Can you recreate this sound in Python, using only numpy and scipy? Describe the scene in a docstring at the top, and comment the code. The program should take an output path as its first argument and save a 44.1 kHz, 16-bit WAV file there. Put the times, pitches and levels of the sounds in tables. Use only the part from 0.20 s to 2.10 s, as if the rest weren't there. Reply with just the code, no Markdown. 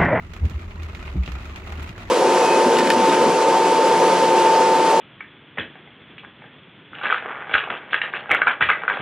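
"""In the front seat of a standing car, rain patters on the windshield and roof over a low idle rumble.
Drops are short noise bursts with decaying echoes of the cabin; near ones also ring modes of the glass.
The wipers turn twice: the body booms as a sagging tone with an overtone, and rebounds after the first turn.
Blades flap as swelling noise and knock decaying modes of the cowl; hum and idle are wavering sines."""
import sys
import numpy as np
from scipy import signal
from scipy.fft import rfft, irfft, next_fast_len
from scipy.io import wavfile
from scipy.ndimage import map_coordinates

SR = 44100
rng = np.random.default_rng(int(sys.argv[2]) if len(sys.argv) > 2 else 0)


def put_to_file(sound):
    """Save the sound as 16-bit audio at rate SR, in the file named by the first command-line argument."""
    columns = np.atleast_2d(sound).T  # one column per channel
    safe = np.clip(columns, -1, 1)
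    whole_steps = np.round(safe * 32767)
    wavfile.write(sys.argv[1], SR, whole_steps.astype(np.int16))


N = 83790


def amp(db):
    """Decibels express the logarithm of an amplitude ratio; return that ratio."""
    return 10 ** (np.asarray(db) / 20)


def unit(x):
    """Mean power sets the level of a noise: scale to an rms of 1."""
    return x / np.sqrt(np.mean(x ** 2) + 1e-20)


def along(points, hz):
    """A spectral envelope is interpolated on a logarithmic frequency axis, from (frequency [Hz], value)."""
    f, v = np.transpose(points)
    return np.interp(np.log(hz + 1), np.log(f + 1), v)


def curve(rows):
    """A slow envelope is linear between its (time [s], value) points; one value per sample."""
    return np.interp(np.arange(N) / SR, *np.transpose(rows))


def wobble(rate):
    """Slow random modulation: a smooth spline through normal random knots, rate knots a second."""
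    knots = rng.standard_normal(int(N * rate / SR) + 4)
    return map_coordinates(knots, [np.arange(N) * rate / SR])


def swell(s, half_s):
    """A Gaussian envelope rises and falls around time s, down to 1/e at half_s either side."""
    return np.exp(-((np.arange(N) / SR - s) / half_s) ** 2)


def panned(db):
    """Interaural level difference: left and right gains, with positive db louder on the left."""
    return amp(np.array([[db], [-db]]) / 2)


def coloured(pair, spectrum):
    """Minimum-phase filtering colours two signals; mid-side mixing sets their interaural coherence."""
    # likeness of left and right in the cabin: (frequency [Hz], coherence [0 to 1])
    likeness = [(60, 0.97), (270, 0.96), (500, 0.93), (1000, 0.14), (3000, 0.0023), (12000, 0)]
    m = 2 * next_fast_len(pair.shape[1])
    hz = np.fft.rfftfreq(m, 1 / SR)
    # folding the cepstrum onto positive times makes the filter causal
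    cepstrum = irfft(np.log(amp(along(spectrum, hz))))
    cepstrum[1:m // 2] *= 2
    cepstrum[m // 2 + 1:] = 0
    response = np.exp(rfft(cepstrum))
    # mid power minus side power equals the coherence
    turn = np.arccos(np.clip(along(likeness, hz), -1, 1)) / 2
    weights = [np.cos(turn), np.sin(turn)]
    mid, side = irfft(rfft(pair, m) * response * weights)[:, :pair.shape[1]]
    return np.array([mid + side, mid - side])


def noise(spectrum):
    """Stationary noise is white noise through a filter: stereo, of rms 1, with the filter's onset cut off."""
    white = rng.standard_normal((2, N + SR // 2))
    return unit(coloured(white, spectrum)[:, -N:])


def rumble():
    """Phase-modulated tones: the body's hum and the engine's idle, over the cabin's broadband drone."""
    # colour of the cabin's drone: (frequency [Hz], relative level [dB per Hz])
    cabin_colour = [(22, -16), (36, -2.5), (52, -0.5), (105, -3.5), (140, -11.5), (200, -8), (270, -17.5),
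                    (360, -15.5), (550, -29.5), (1500, -62.5)]
    # hum of the body, swelling and bending as the wipers sweep: (time [s], pitch [Hz], level [dB rms])
    hum_rows = [(0, 81.9, -45.5), (.4, 82.54, -36.5), (.45, 83.2, -35), (.54, 82.4, -39.5),
                (0.644, 78.93, -30), (.72, 75.7, -38), (.88, 71.24, -37), (.95, 65.6, -29.5),
                (1.07, 63.97, -38), (1.135, 63.3, -27), (1.219, 70.6, -43), (1.3, 73.1, -32.5),
                (1.37, 76.1, -47), (1.53, 75.3, -32.5), (1.63, 75.1, -32), (1.7, 78.54, -51)]
    IDLE_HZ, IDLE_DB, DRONE_DB = 41.05, -45.5, -39.5
    WAVER_RAD = 0.71
    t, rows = np.arange(N) / SR, np.array(hum_rows)
    pitch_hz, level_db = curve(rows[:, :2]), curve(rows[:, ::2])
    hum_phase = 2 * np.pi * np.cumsum(pitch_hz) / SR + WAVER_RAD * wobble(6.16)
    hum = amp(level_db) * np.sin(hum_phase)
    idle = amp(IDLE_DB) * np.sin(2 * np.pi * IDLE_HZ * t + WAVER_RAD * wobble(6))
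    # the root of 2 turns rms levels into peak amplitudes
    return np.sqrt(2) * (hum + idle) + amp(DRONE_DB) * noise(cabin_colour)


def splat(spectrum, crack_t60_s, rise_s, size=4096):
    """Impact and reverberation: a crack, a short shiver of the pane, then the cabin's answer; energy 1."""
    GLASS_T60_S, GLASS_DB = 0.014, -9.5
    CABIN_T60_S, CABIN_DB, CABIN_RISE_S = 0.071, -12, 0.01
    t = np.arange(size) / SR
    crack = amp(-60 * t / crack_t60_s)
    shiver = amp(GLASS_DB - 60 * t / GLASS_T60_S)
    hit = (crack + shiver) * (1 - np.exp(-t / rise_s))
    answer = amp(CABIN_DB - 60 * t / CABIN_T60_S) * (1 - np.exp(-t / CABIN_RISE_S))
    drop = coloured((hit + answer) * rng.standard_normal((2, size)), spectrum)
    return drop / np.sqrt(np.sum(drop ** 2) / 2)


def shower(spectrum, per_s, spread_db, count=16):
    """Shot noise: drops of random size land at random on count spots from left to right; rms 1."""
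    CRACK_T60_S, CRACK_RISE_S, PAN_SPREAD_DB = 0.0053, 0.0014, 0.5
    out = np.zeros((2, N))
    for side in np.linspace(-1, 1, count):
        lands = rng.random(N) < per_s / count / SR
        # the largest drops are capped at 1.5 deviations
        sizes = amp(spread_db * np.minimum(rng.standard_normal(N), 1.5))
        drop = splat(spectrum, CRACK_T60_S, CRACK_RISE_S)
        spot = signal.fftconvolve((lands * sizes)[None], drop, axes=1)[:, :N]
        out += spot * panned(side * PAN_SPREAD_DB)
    return unit(out)


def pings(size=2048):
    """Damped resonance: some drops ring a panel for a few cycles, each at its own pitch."""
    PINGS_PER_S, LOWEST_HZ, HIGHEST_HZ = 100, 949, 2970
    DECAY_CYCLES, WEAKEST_DB, RANGE_DB = 10, -0.5, 8
    out, t = np.zeros((2, N + size)), np.arange(size) / SR
    for when, pitch, strength, left, right in rng.random((int(PINGS_PER_S * N / SR), 5)):
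        cycles = (LOWEST_HZ + pitch * (HIGHEST_HZ - LOWEST_HZ)) * t
        fade = np.exp(-cycles / DECAY_CYCLES) * (1 - np.exp(-cycles))
        ring = np.sin(2 * np.pi * (cycles + np.array([[left], [right]])))
        out[:, int(when * N):][:, :size] += amp(WEAKEST_DB + RANGE_DB * strength) * fade * ring
    return out[:, :N]


def rain():
    """Superposition: patter, spray, pings and the wash of rain outside share one strength envelope."""
    # strength of the rain: (time [s], level [dB])
    strength = [(0, -49), (.08, -51.5), (.14, -50), (.42, -47), (.47, -52), (.51, -48), (.78, -46),
                (.9, -44.5), (.98, -48.5), (1.16, -43.5), (1.21, -46), (1.36, -43.5), (1.65, -43),
                (1.75, -48), (1.8, -43.5), (1.9, -45)]
    # colour of the dense patter: (frequency [Hz], relative level [dB per Hz])
    patter_colour = [(100, -22), (220, -2), (370, 4.5), (520, -8.5), (630, 3.5), (760, -3), (1000, 2),
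                     (1400, 4), (1680, -8), (1900, 1), (2200, 0), (2750, -2), (3200, -8), (3650, -6),
                     (4600, -15), (7000, -21.5), (8600, -27), (12000, -29), (16000, -35)]
    # colour of the bright spray: (frequency [Hz], relative level [dB per Hz])
    spray_colour = [(500, -9), (3000, -16), (7000, 27), (8600, -11), (12000, 1), (16000, 1.5)]
    # colour of the wash behind the patter: (frequency [Hz], relative level [dB per Hz])
    wash_colour = [(88, -44.5), (150, -4), (366, -4.5), (420, -9.5), (844, -8.5), (1240, -15),
                   (1700, -12.5), (2760, -19), (5030, -32), (7270, -32.5), (8660, -49.5), (15500, -41)]
    PATTER_DB, SPRAY_DB, WASH_DB = 0.5, -24, -2.5
    patter = amp(PATTER_DB) * shower(patter_colour, per_s=420, spread_db=5.5)
    spray = amp(SPRAY_DB) * shower(spray_colour, per_s=64, spread_db=3)
    wash = amp(WASH_DB) * noise(wash_colour)
    return amp(curve(strength)) * (patter + spray + pings() + wash) * panned(db=-1)


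def near_drops():
    """Impact excitation of modes: big drops tick on the windshield and set the pane ringing."""
    # near drops: (time [s], level [dB], treble [dB], body [dB], left over right [dB], ring [dB re level])
    drops = [(0.135, -30.5, -26, -2.5, -9.5, -19), (0.1635, -30.5, -21.5, 5, 0, -3.5),
             (0.2528, -34, -24, -8.5, -5.5, 0), (0.2969, -35.5, -17.5, 1, -11, -4),
             (0.3077, -37, -31, -4, -10, -2), (0.3583, -37, -39, 0, 0, -8), (0.4295, -35, -31, 7, 2, 0),
             (0.5091, -34.5, -47, -5, -3, -2), (0.598, -38.5, -30, 0, -7, 9),
             (0.631, -35.5, -23.5, -13, -10, -22), (0.696, -30.5, -36, 1, 1, -5),
             (0.7483, -27, -30.5, -6, -2, -7), (0.826, -28.5, -32, 1.5, -3, -3),
             (0.851, -36, -51, -7, -4, 5.5), (0.877, -26, -58, -7, -3, -8), (1.033, -34.5, -34, -22, 1, 8),
             (1.06, -30, -35.5, -39, -10, -19), (1.0763, -23, -34, -1.5, 1.5, -30),
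             (1.1182, -29.5, -25.5, -3, -10.5, -6), (1.1532, -24.5, -29, 5.5, -1.5, -5.5),
             (1.2545, -33, -24.5, -5, -1, 1), (1.3587, -27.5, -27.5, -4, -2.5, -2),
             (1.4717, -28, -21, 13, -0.5, -9), (1.5217, -25, -24.5, 6, -1, -7),
             (1.6274, -39.5, -1, 1, -1, 9), (1.6907, -30, -27, -9, 1, 1), (1.7787, -30, -26, 1, 0, -27)]
    # usual colour of a tick: (frequency [Hz], relative level [dB])
    tick_colour = [(150, -42), (400, -1), (1300, 2.5), (2700, 3.5), (3800, -2), (5000, -7.5), (7200, -9.5),
                   (8800, -21.5), (12000, -17), (16000, -23)]
    # modes of the windshield: (frequency [Hz], level [dB])
    pane_modes = [(1330, -3.5), (1950, -8), (2460, -1), (2770, -11)]
    TICK_DB, TREBLE_USUAL_DB, BODY_USUAL_DB = 15.5, -24, -4.5
    CRACK_T60_S, CRACK_RISE_S = 0.0072, 0.0023
    RING_T60_S, RING_RISE_S = 0.045, 0.0018
    out = np.zeros((2, N + SR))
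    for s, db, treble_db, body_db, pan_db, ring_db in drops:
        # treble and body tilt the usual colour by their departure from the usual
        tilt = [(1200, body_db - BODY_USUAL_DB), (2800, 0.009), (9000, treble_db - TREBLE_USUAL_DB)]
        colour = [(hz, level + along(tilt, hz)) for hz, level in tick_colour]
        tick = amp(TICK_DB) * splat(colour, CRACK_T60_S, CRACK_RISE_S)
        t = np.arange(tick.shape[1]) / SR
        fade = amp(ring_db - 60 * t / RING_T60_S) * (1 - np.exp(-t / RING_RISE_S))
        modes = np.zeros_like(tick)
        for hz, level in pane_modes:
            strength = amp(level + 2 * rng.standard_normal())
            modes += strength * np.sin(2 * np.pi * hz * t + np.pi * rng.random((2, 1)))
        ring = fade * modes / 2
        out[:, round(s * SR):][:, :len(t)] += amp(db) * (tick + ring) * panned(pan_db)
    return out[:, :N]


def body_booms():
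    """Transient body resonance: a tone of sagging pitch and an inharmonic overtone swell and fade."""
    # wiper thumps and a rebound: (time of the height [s], pitch there [Hz], level [dB], half length [s])
    thumps = [(0.246, 75.1, -12.5, 0.024), (.369, 68, -20.5, 0.02), (1.000, 65.6, -13, 0.036)]
    SAG_PER_S, OVERTONE_RATIO, OVERTONE_DB = 0.88, 2.77, -24
    t, out = np.arange(N) / SR, np.zeros((2, N))
    for s, hz, db, half_s in thumps:
        phase = 2 * np.pi * hz * (t - s) * (1 - SAG_PER_S * (t - s) / 2)
        tone = np.cos(phase) + amp(OVERTONE_DB) * np.sin(OVERTONE_RATIO * phase)
        out += amp(db) * swell(s, half_s) * tone
    return out


def blade_flips():
    """Modal excitation: blades flip or catch with a dull flap of noise and knock the cowl's damped modes."""
    # flips of the rubber blades: (time [s], flap level [dB], knock level [dB], half length of flap [s])
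    flips = [(.2375, -25.5, -31.5, 0.023), (0.308, -34, -41.5, 0.01), (0.956, -29, -22, 0.021),
             (1.075, -32, -37, 0.0087), (1.586, -36, -40, 0.011), (1.699, -37, -40.5, 0.01)]
    # colour of the flap: (frequency [Hz], relative level [dB per Hz])
    flap_colour = [(60, -13.5), (115, 9.5), (180, -2.5), (260, -14), (340, -15), (450, -13), (560, -28.5),
                   (900, -21.5), (3000, -77)]
    # modes under the wiper arms: (frequency [Hz], level [dB], decay time t60 [s])
    cowl_modes = [(181.3, -3, 0.2), (284, -3.5, 0.092), (337, -7.5, 0.091)]
    FLAP_LAG_S, KNOCK_RISE_S = 0.007, 0.0012
    t, out, flap = np.arange(N) / SR, np.zeros((2, N)), noise(flap_colour)
    for s, flap_db, knock_db, half_s in flips:
        age = np.maximum(t - s, 0)
        knock = np.zeros(N)
        for hz, db, t60 in cowl_modes:
            knock += amp(db - 60 * age / t60) * np.sin(2 * np.pi * hz * age)
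        out += amp(knock_db) * knock * (1 - np.exp(-age / KNOCK_RISE_S))
        out += amp(flap_db) * swell(s + FLAP_LAG_S, half_s) * flap
    return out


def wipers():
    """Superposition: booms of the body add to the flaps and knocks of the blades."""
    return body_booms() + blade_flips()


def scene():
    """Linear superposition of every source, as heard from the front seat."""
    return rumble() + rain() + near_drops() + wipers()


def record(dry):
    """Band limitation: the microphone keeps nothing above its band limit."""
    TOP_HZ = 15900
    m = next_fast_len(N + SR // 2)
    kept = np.fft.rfftfreq(m, 1 / SR) < TOP_HZ
    return irfft(rfft(dry, m) * kept, m)[:, :N]


dry = scene()
out = record(dry)
put_to_file(out)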